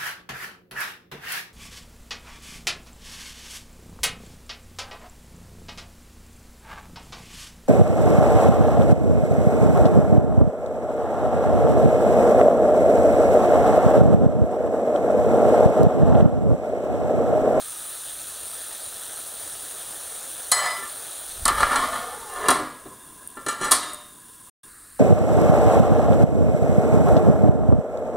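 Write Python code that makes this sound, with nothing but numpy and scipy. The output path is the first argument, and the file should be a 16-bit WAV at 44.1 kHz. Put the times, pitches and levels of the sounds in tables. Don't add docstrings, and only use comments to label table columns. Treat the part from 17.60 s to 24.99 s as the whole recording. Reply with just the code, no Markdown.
import sys
import numpy as np
from scipy import signal
from scipy.io import wavfile
from scipy.ndimage import uniform_filter1d

SR = 44100
rng = np.random.default_rng(int(sys.argv[2]) if len(sys.argv) > 2 else 0)


def unload_audio(sound):
    columns = np.transpose(np.atleast_2d(sound))
    steps = np.round(np.clip(columns, -1, 1) * 32767)
    wavfile.write(sys.argv[1], SR, steps.astype(np.int16))


N = 325968

# frequency in Hz, relative density in dB per Hz.
OPEN_COLOUR = [(18, -44), (30, -12.5), (93, -14.5), (193, -21), (238, -18.5), (662, -8), (1010, -15),
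               (1310, -8.5), (2210, -19), (3940, -10), (5120, -19.5), (7580, -14.5), (9110, 0),
               (10900, -10.5), (15800, -11.5)]
LIDDED_COLOUR = [(20, -9), (120, -9.5), (300, -3), (420, -8), (800, -16.5), (1300, -15), (2000, -23),
                 (2500, -28), (3300, -25), (5400, -25.5), (7500, -19), (9600, -8.5), (11500, -23),
                 (14000, -21), (15600, -20)]
AFAR_COLOUR = [(20, -18), (55, -13), (110, -19.5), (300, -13.5), (735, -13.5), (900, -23), (1200, -9),
               (1890, -14.5), (2200, -24), (3500, -32), (3900, -20), (6000, -29.5), (8900, -10.5),
               (11500, -21), (14000, -27), (15600, -22)]
# centre in Hz, width in Hz, height in dB.
OPEN_RIPPLES = [(1780, 120, 4.5), (6370, 2400, 6), (3450, 380, 2.5), (9570, 820, 2.5), (13300, 1900, -3),
                (15300, 1200, 1.5)]
# centre in Hz, width in Hz, height in dB.
DOME_RESONANCES = [(1020, 110, 23.5), (1650, 71, 17.5), (2775, 43, 23.5), (3400, 45, 11.5),
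                   (3630, 100, 13.5)]
# time in seconds, share covered from 0 to 1.
LID_COVER = [(3.85, 0.1), (4.2, 0.18), (4.55, 0.42), (4.87, 0.34), (5.1, .9), (5.4, 0.82)]
FIZZ_DB, FIZZ_SAG_DB_PER_S, SHADE_DB = -34.5, -0.31, -14
MUFFLE_POWER = 1.2
AFAR_S, AFAR_DB = 7.04, 0.5
COLD_DB, HOT_DB, WARM_S, COOL_S, COOL_DB_PER_S = -3.5, 2, 1.7, 4.54, -5
WHISTLE_HZ, WHISTLE_WIDTH_HZ, WHISTLE_DB, WHISTLE_FADE_S = 1280, 130, 5.5, 0.59

# start in seconds, boom, body and treble levels in dB, contact length in seconds,
# share of ring the hand leaves, place (0 spoon, 1 dragged, 2 nudged, 3 dropped lid; halves get rounded).
BLOWS = [(2.915, -54, -23, -15, 0.013, 1, 0), (3.853, -28.5, -19.5, -23, 0.0066, 0.25, 1),
         (3.879, -44, -15.5, -25.5, 0.0044, 0.31, 1), (3.897, -34, -23, -37, 0.011, .55, 1.5),
         (4.004, -42, -31, -35, .005, 0.27, 2), (4.029, -42, -14.5, -36.5, 0.0028, 0.15, 1.5),
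         (4.067, -42, -25, -44, 0.0046, 0.19, 2), (4.118, -39.5, -26, -40, 0.0043, 0.27, 1.5),
         (4.157, -47, -20, -26, 0.0034, .4, 2), (4.357, -48, -29.5, -50, .004, 0.077, 0.5),
         (4.884, -26.5, -12, -20.5, 0.0052, .34, 3), (4.903, -28.5, -22, -21.5, 0.0066, 0.86, 3),
         (4.946, -32, -24.5, -45, 0.01, 0.9, 3), (4.988, -30, -30.5, -51, .02, 1, 3),
         (5.253, -40, -49, -58.5, 0.0047, 0.68, 3), (5.303, -44.5, -58.5, -65, 0.018, .8, 3),
         (5.769, -41, -37, -59.5, 0.0031, 0.83, 2), (5.863, -30.5, -28.5, -32, 0.0041, 0.34, 2),
         (5.884, -47, -24, -26, 0.0031, 0.66, 2), (6.01, -30.5, -29.5, -35, 0.0055, .34, 2),
         (6.041, -50, -37.5, -28.5, .014, 0.52, 2), (6.11, -36, -24, -21, 0.0078, 0.99, 3),
         (6.115, -43, -24, -13, 0.011, 0.65, 3)]
# level in dB, one per place.
CRACK_DB = [1, 5, -6, 0.7]
# hardest moment in seconds, body level in dB,
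# rise in seconds, fall in seconds, treble against body in dB, place (rounded).
STROKES = [(2.97, -21.5, 0.019, 0.043, -6, 0), (3.035, -22.5, 0.051, 0.083, -8, 0),
           (3.23, -33.5, .08, 0.035, -16, 1.5), (4.0, -20.5, 0.074, 0.1, -11.5, 1),
           (4.12, -20, .07, 0.047, -13.5, 1), (4.185, -20.5, .04, 0.096, -12, 1),
           (4.319, -28.5, 0.14, 0.23, -9.5, 1), (4.77, -31, .08, 0.092, -15, 3),
           (4.86, -23, 0.052, 0.014, -15.5, 3), (5.915, -27, .015, 0.061, -12.5, 2.5),
           (6.03, -23.5, 0.021, 0.058, -6.5, 2), (6.08, -24.5, 0.049, .035, -13, 2),
           (6.23, -34, 0.043, .12, -3.5, 3)]
STROKE_RING = [0.63, 0.42, .66, 0.63]
# level in dB, one per place.
STROKE_BOOM_DB = [-26.5, -16, -12.5, -15]
STEEL_HZ = [258, 307, 392, 610, 727, 867, 1065, 1195, 1233, 1365, 1420, 1664, 1765, 1998, 2322, 2800, 3058,
            3340, 3966, 4143, 4425, 4995, 5045, 5910, 6865, 7880, 8670, 8963, 9440, 10145]
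# level in dB under the spoon, the dragged lid, the nudged lid
# and the dropped lid, then undamped t60 in seconds.
STEEL_MODES = [(-37, -23, -21.5, -13.5, 0.49), (-42, -34, -23.5, -10, 0.4), (-50, -33.5, -10.5, -3.5, 0.14),
               (-17, -18.5, -35, -27.5, 0.9), (-7, -11.5, -33, -12, 0.38), (-1.5, -21, -5.5, -23.5, 0.14),
               (-10, -11, -10, -3, 0.26), (-19.5, -0.5, -4, -15, 0.34), (-17, 9, -21, -19.5, 0.094),
               (-16.5, -4.5, 0.5, -12, 0.36), (-36, -2.5, -14.5, -14, 0.68), (-12.5, -13, -14, -16.5, 0.92),
               (-4, 1.5, -1.5, -6.5, 0.26), (-1, -14, -15.5, -19.5, 0.55), (-21.5, -28, -17, -23, 0.63),
               (-33.5, -18, -10.5, -9, 0.18), (-11, -8.5, -14.5, -21, 0.66), (-24, -3.5, -11.5, -6, 0.17),
               (-22, -9, -7.5, -4.5, 0.21), (1.5, -16.5, -7, -30, 0.28), (-22, -13, -21, -14.5, 0.39),
               (-9.5, -16, -21, -24, 0.6), (-27.5, -15.5, -21, -19, 0.21), (-8, -6.5, -4, -5, 0.13),
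               (1, -13, -1, -3, .13), (0, -10, -3.5, -11.5, 0.34), (-16.5, -25.5, -22.5, -2.5, 0.26),
               (-4, -7, 1, -2, 0.18), (1.5, -1.5, -19, -7, 0.22), (-5, -15.5, -7, -2, 0.22)]
# frequency in Hz, relative density in dB per Hz.
CLANG_COLOUR = [(88, -52), (150, -19.5), (390, -31.5), (522, -14.5), (741, -11), (883, -15.5), (1180, 2.5),
                (1550, -25.5), (1780, -12), (2630, -25), (4040, -8.5), (5410, -12.5), (7390, -10.5),
                (8980, -0.5), (15800, -24.5)]
# frequency in Hz, t60 in seconds.
CLANG_T60 = [(200, 0.5), (1000, 0.53), (3000, 0.77), (8000, 0.44), (16000, 0.33)]
# boom, body and treble in dB.
CLANG_DB = [(-4, 2, -9), (-7.5, 3, 4), (-1, -8, -7), (-4.5, 1, -2.5)]
SPLIT_HZ = 450, 2400
SWELL_DB = 12

# time in seconds, upper pitch in Hz, lower pitch in Hz, upper level in dB, lower level in dB.
CAVITY_HUM = [(4.2, 590.5, 530, -51, -57), (4.318, 640, 500, -32.5, -46), (4.47, 731, 485, -40, -45),
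              (4.629, 928, 465, -48, -49.5), (4.73, 770, 450, -46, -53), (4.86, 611, 410, -36, -35),
              (4.94, 592, 390, -44, -34)]
# start in seconds, level in dB, frequency in Hz, t60 in seconds.
TICKS = [(5.674, -16.5, 8960, 0.011), (5.7019, -29, 8650, 0.012), (6.3327, -23.5, 8700, 0.022),
         (6.344, -18, 8650, 0.0094)]
# start in seconds, frequency in Hz, level in dB, t60 in seconds.
SINGING = [(6.19, 3690, -35.5, 1.1), (6.25, 1421, -61, 0.63), (6.3, 599, -38.5, 0.57)]
# hardest moment in seconds, level in dB, rise in seconds, fall in seconds.
JOLTS = [(3.84, -34.5, 0.07, 0.17), (4.05, -37, 0.1, .035), (4.18, -49, .04, 0.28), (4.85, -52, 0.13, .06),
         (6.11, -43, .03, .04), (7.12, -57, 0.018, .02), (7.39, -56, .15, .1)]
DROPOUT_START_S, DROPOUT_END_S, EDGE_HZ = 6.8995, 7.0315, 15760


def sizzle():
    pops = gain_of(1.2 * np.minimum(rng.exponential(1, N), 5)) * (rng.random(N) < 3000 / SR)
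    roughness = evened(uniform_filter1d(pops, size=12))
    drive = rng.standard_normal(N) * (1 + 0.5 * roughness)
    hz, t, spectrum = signal.stft(drive, SR, nperseg=1024, noverlap=768)
    lid = np.clip(follow(LID_COVER, t)[0], 0, 1)
    afar = np.clip((t - AFAR_S) / 0.075, 0, 1)
    level_db = FIZZ_DB + FIZZ_SAG_DB_PER_S * t + SHADE_DB * lid + AFAR_DB * afar
    colour_db = pan_colour(hz, t, lid ** MUFFLE_POWER + afar)
    patches = uniform_filter1d(rng.standard_normal(spectrum.shape), size=14, axis=0)
    patches = evened(uniform_filter1d(patches, size=8, axis=1))
    spectrum *= gain_of(colour_db + level_db + 1.23 * patches) / np.sqrt(np.mean(drive ** 2))
    return signal.istft(spectrum, SR, nperseg=1024, noverlap=768)[1][:N]


def pan_colour(hz, t, cover):
    colours = [read(OPEN_COLOUR, hz) + bumps(OPEN_RIPPLES, hz),
               read(LIDDED_COLOUR, hz) + bumps(DOME_RESONANCES, hz),
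               read(AFAR_COLOUR, hz)]
    fizz = (hz > 6000) & (hz < 15000)
    colour_db = 0
    for k, db in enumerate(colours):
        db = db - 10 * np.log10(np.sum(gain_of(2 * db[fizz])) / len(hz))
        colour_db = colour_db + db[:, None] * np.clip(1 - abs(cover - k), 0, 1)
    simmer_db = np.interp(t, [0, WARM_S], [COLD_DB, HOT_DB])
    simmer_db = simmer_db + COOL_DB_PER_S * np.maximum(t - COOL_S, 0)
    log_offset = np.log(hz + 1)[:, None] - np.log(600)
    colour_db += simmer_db / (1 + log_offset ** 2 / 0.49)
    whistle = bumps([(WHISTLE_HZ, WHISTLE_WIDTH_HZ, WHISTLE_DB)], hz)
    return colour_db + whistle[:, None] * np.exp(-(t / WHISTLE_FADE_S) ** 2)


def blows():
    out = np.zeros(N)
    for s, *ring_db, contact_s, ring, place in BLOWS:
        place = round(place)
        answer = steel(ring, place)
        rise = np.minimum(np.arange(len(answer[0])) / (max(contact_s, 0.001) * SR), 1)
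        for db, band in zip(ring_db, answer):
            add(out, s, gain_of(db) * band * rise / np.sqrt(np.mean(band[:800] ** 2)))
        crack = clang(lambda hz: 3.2 * contact_s + 0 * hz, count=8192)
        crack *= np.minimum(2 * rise[:len(crack)], 1)
        crack /= np.sqrt(np.mean(crack[:600] ** 2))
        add(out, s, gain_of(ring_db[-1] + CRACK_DB[place]) * crack)
    return out


def scrapes():
    out = np.zeros(N)
    for top, db, rise, fall, treble_db, place in STROKES:
        place = round(place)
        t = np.arange(top - 2 * rise, top + 2 * fall, 1 / SR)
        slips = gain_of(3.5 * np.minimum(rng.exponential(1, len(t)), 3))
        slips *= rng.random(len(t)) < 800 / SR
        friction = evened((slips + 0.13) * rng.standard_normal(len(t)))
        friction *= swell(t, top, db, rise, fall)
        balance_db = STROKE_BOOM_DB[place], 0, treble_db
        answer = steel(STROKE_RING[place], place)
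        answer = sum(gain_of(db) * band / np.linalg.norm(band) for db, band in zip(balance_db, answer))
        add(out, t[0], signal.fftconvolve(friction, answer))
    return out


def steel(ring, place):
    t = np.arange(SR * 2 // 3) / SR
    *place_db, t60 = np.transpose(STEEL_MODES)[:, :, None]
    phase, spread, split = rng.random((3, len(STEEL_MODES), 1))
    mode_db = place_db[place] + 2.0 * (spread - 0.5) - 60 * t / (t60 * max(ring, 0.05))
    turns = np.c_[STEEL_HZ] * t + phase
    twin = np.sin(2 * np.pi * (1 + 0.011 * (split - 0.5)) * turns)
    pairs = np.sin(2 * np.pi * turns) + 0.5 * twin
    modes = (gain_of(mode_db) * pairs).sum(0)
    dense = clang(lambda hz: read(CLANG_T60, hz) * ring, len(t))
    return [evened(clear) + gain_of(db) * evened(weak)
            for clear, weak, db in zip(bands(modes), bands(dense), CLANG_DB[place])]


def clang(t60, count):
    hz, t, spectrum = signal.stft(rng.standard_normal(count), SR, nperseg=256)
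    decay_db = 60 * t / np.maximum(t60(hz), 0.005)[:, None]
    spectrum *= gain_of(read(CLANG_COLOUR, hz)[:, None] - decay_db)
    return signal.istft(spectrum, SR, nperseg=256)[1][:count]


def cavity():
    out = np.zeros(N)
    t = np.arange(CAVITY_HUM[0][0], CAVITY_HUM[-1][0], 1 / SR)
    upper, lower, upper_db, lower_db = follow(CAVITY_HUM, t)
    slow = signal.butter(2, 30, fs=SR, output="sos")
    for hz, db in (upper, upper_db), (lower, lower_db):
        a, b = signal.sosfilt(slow, rng.standard_normal((2, len(t))))
        carrier = np.exp(2j * np.pi * np.cumsum(hz) / SR)
        add(out, t[0], gain_of(db) * evened(((a + 1j * b) * carrier).real))
    return out


def tones():
    out, t = np.zeros(N), np.arange(SR // 2) / SR
    for s, db, hz, t60 in TICKS:
        turn = 2 * np.pi * hz * t
        partials = np.sin(turn) + 0.77 * np.sin(1.074 * turn) + 0.4 * np.sin(1.5 * turn)
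        add(out, s, gain_of(db - 60 * t / t60) * partials * (1 - np.exp(-t / 0.00055)) ** 2)
    for s, hz, db, t60 in SINGING:
        shape = (1 - np.exp(-t / 0.058)) * np.cos(np.pi * t)
        add(out, s, gain_of(db - 60 * t / t60) * np.sin(2 * np.pi * hz * t) * shape)
    return out


def jolts():
    rumble_band = signal.butter(2, [16, 65], "band", fs=SR, output="sos")
    deep = evened(signal.sosfilt(rumble_band, rng.standard_normal(N)))
    t = np.arange(N) / SR
    return deep * sum(swell(t, *row) for row in JOLTS)


def swell(t, top, db, rise, fall):
    return gain_of(db - SWELL_DB * np.maximum((top - t) / rise, (t - top) / fall))


def bands(x):
    boom = signal.sosfilt(signal.butter(4, SPLIT_HZ[0], "low", fs=SR, output="sos"), x)
    body = signal.sosfilt(signal.butter(3, SPLIT_HZ, "band", fs=SR, output="sos"), x)
    treble = signal.sosfilt(signal.butter(4, SPLIT_HZ[1], "high", fs=SR, output="sos"), x)
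    return boom, body, treble


def bumps(rows, hz):
    return sum(db / (1 + (2 * (hz - centre) / width) ** 2) for centre, width, db in rows)


def gain_of(db):
    return 10 ** (np.asarray(db) / 20)


def evened(x):
    return x / np.sqrt(np.mean(x ** 2) + 1e-20)


def read(points, hz):
    f, value = np.transpose(points)
    return np.interp(np.log(hz + 1), np.log(f + 1), value)


def follow(rows, t):
    s, *columns = np.transpose(rows)
    return [np.interp(t, s, column) for column in columns]


def add(mix, s, sound):
    part = mix[round(s * SR):][:len(sound)]
    part += sound[:len(part)]


def scene():
    return np.tile(sizzle() + blows() + scrapes() + cavity() + tones() + jolts(), (2, 1))


def record(dry):
    t = np.arange(N) / SR
    on = np.clip(np.maximum(DROPOUT_START_S - t, t - DROPOUT_END_S) / 0.0041, 0, 1)
    low_pass = signal.firwin(1535, EDGE_HZ, window=("kaiser", 9), fs=SR)
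    return signal.oaconvolve(np.clip(dry, -1, 1) * on, low_pass[None], "same")


dry = scene()
out = record(dry)
unload_audio(out)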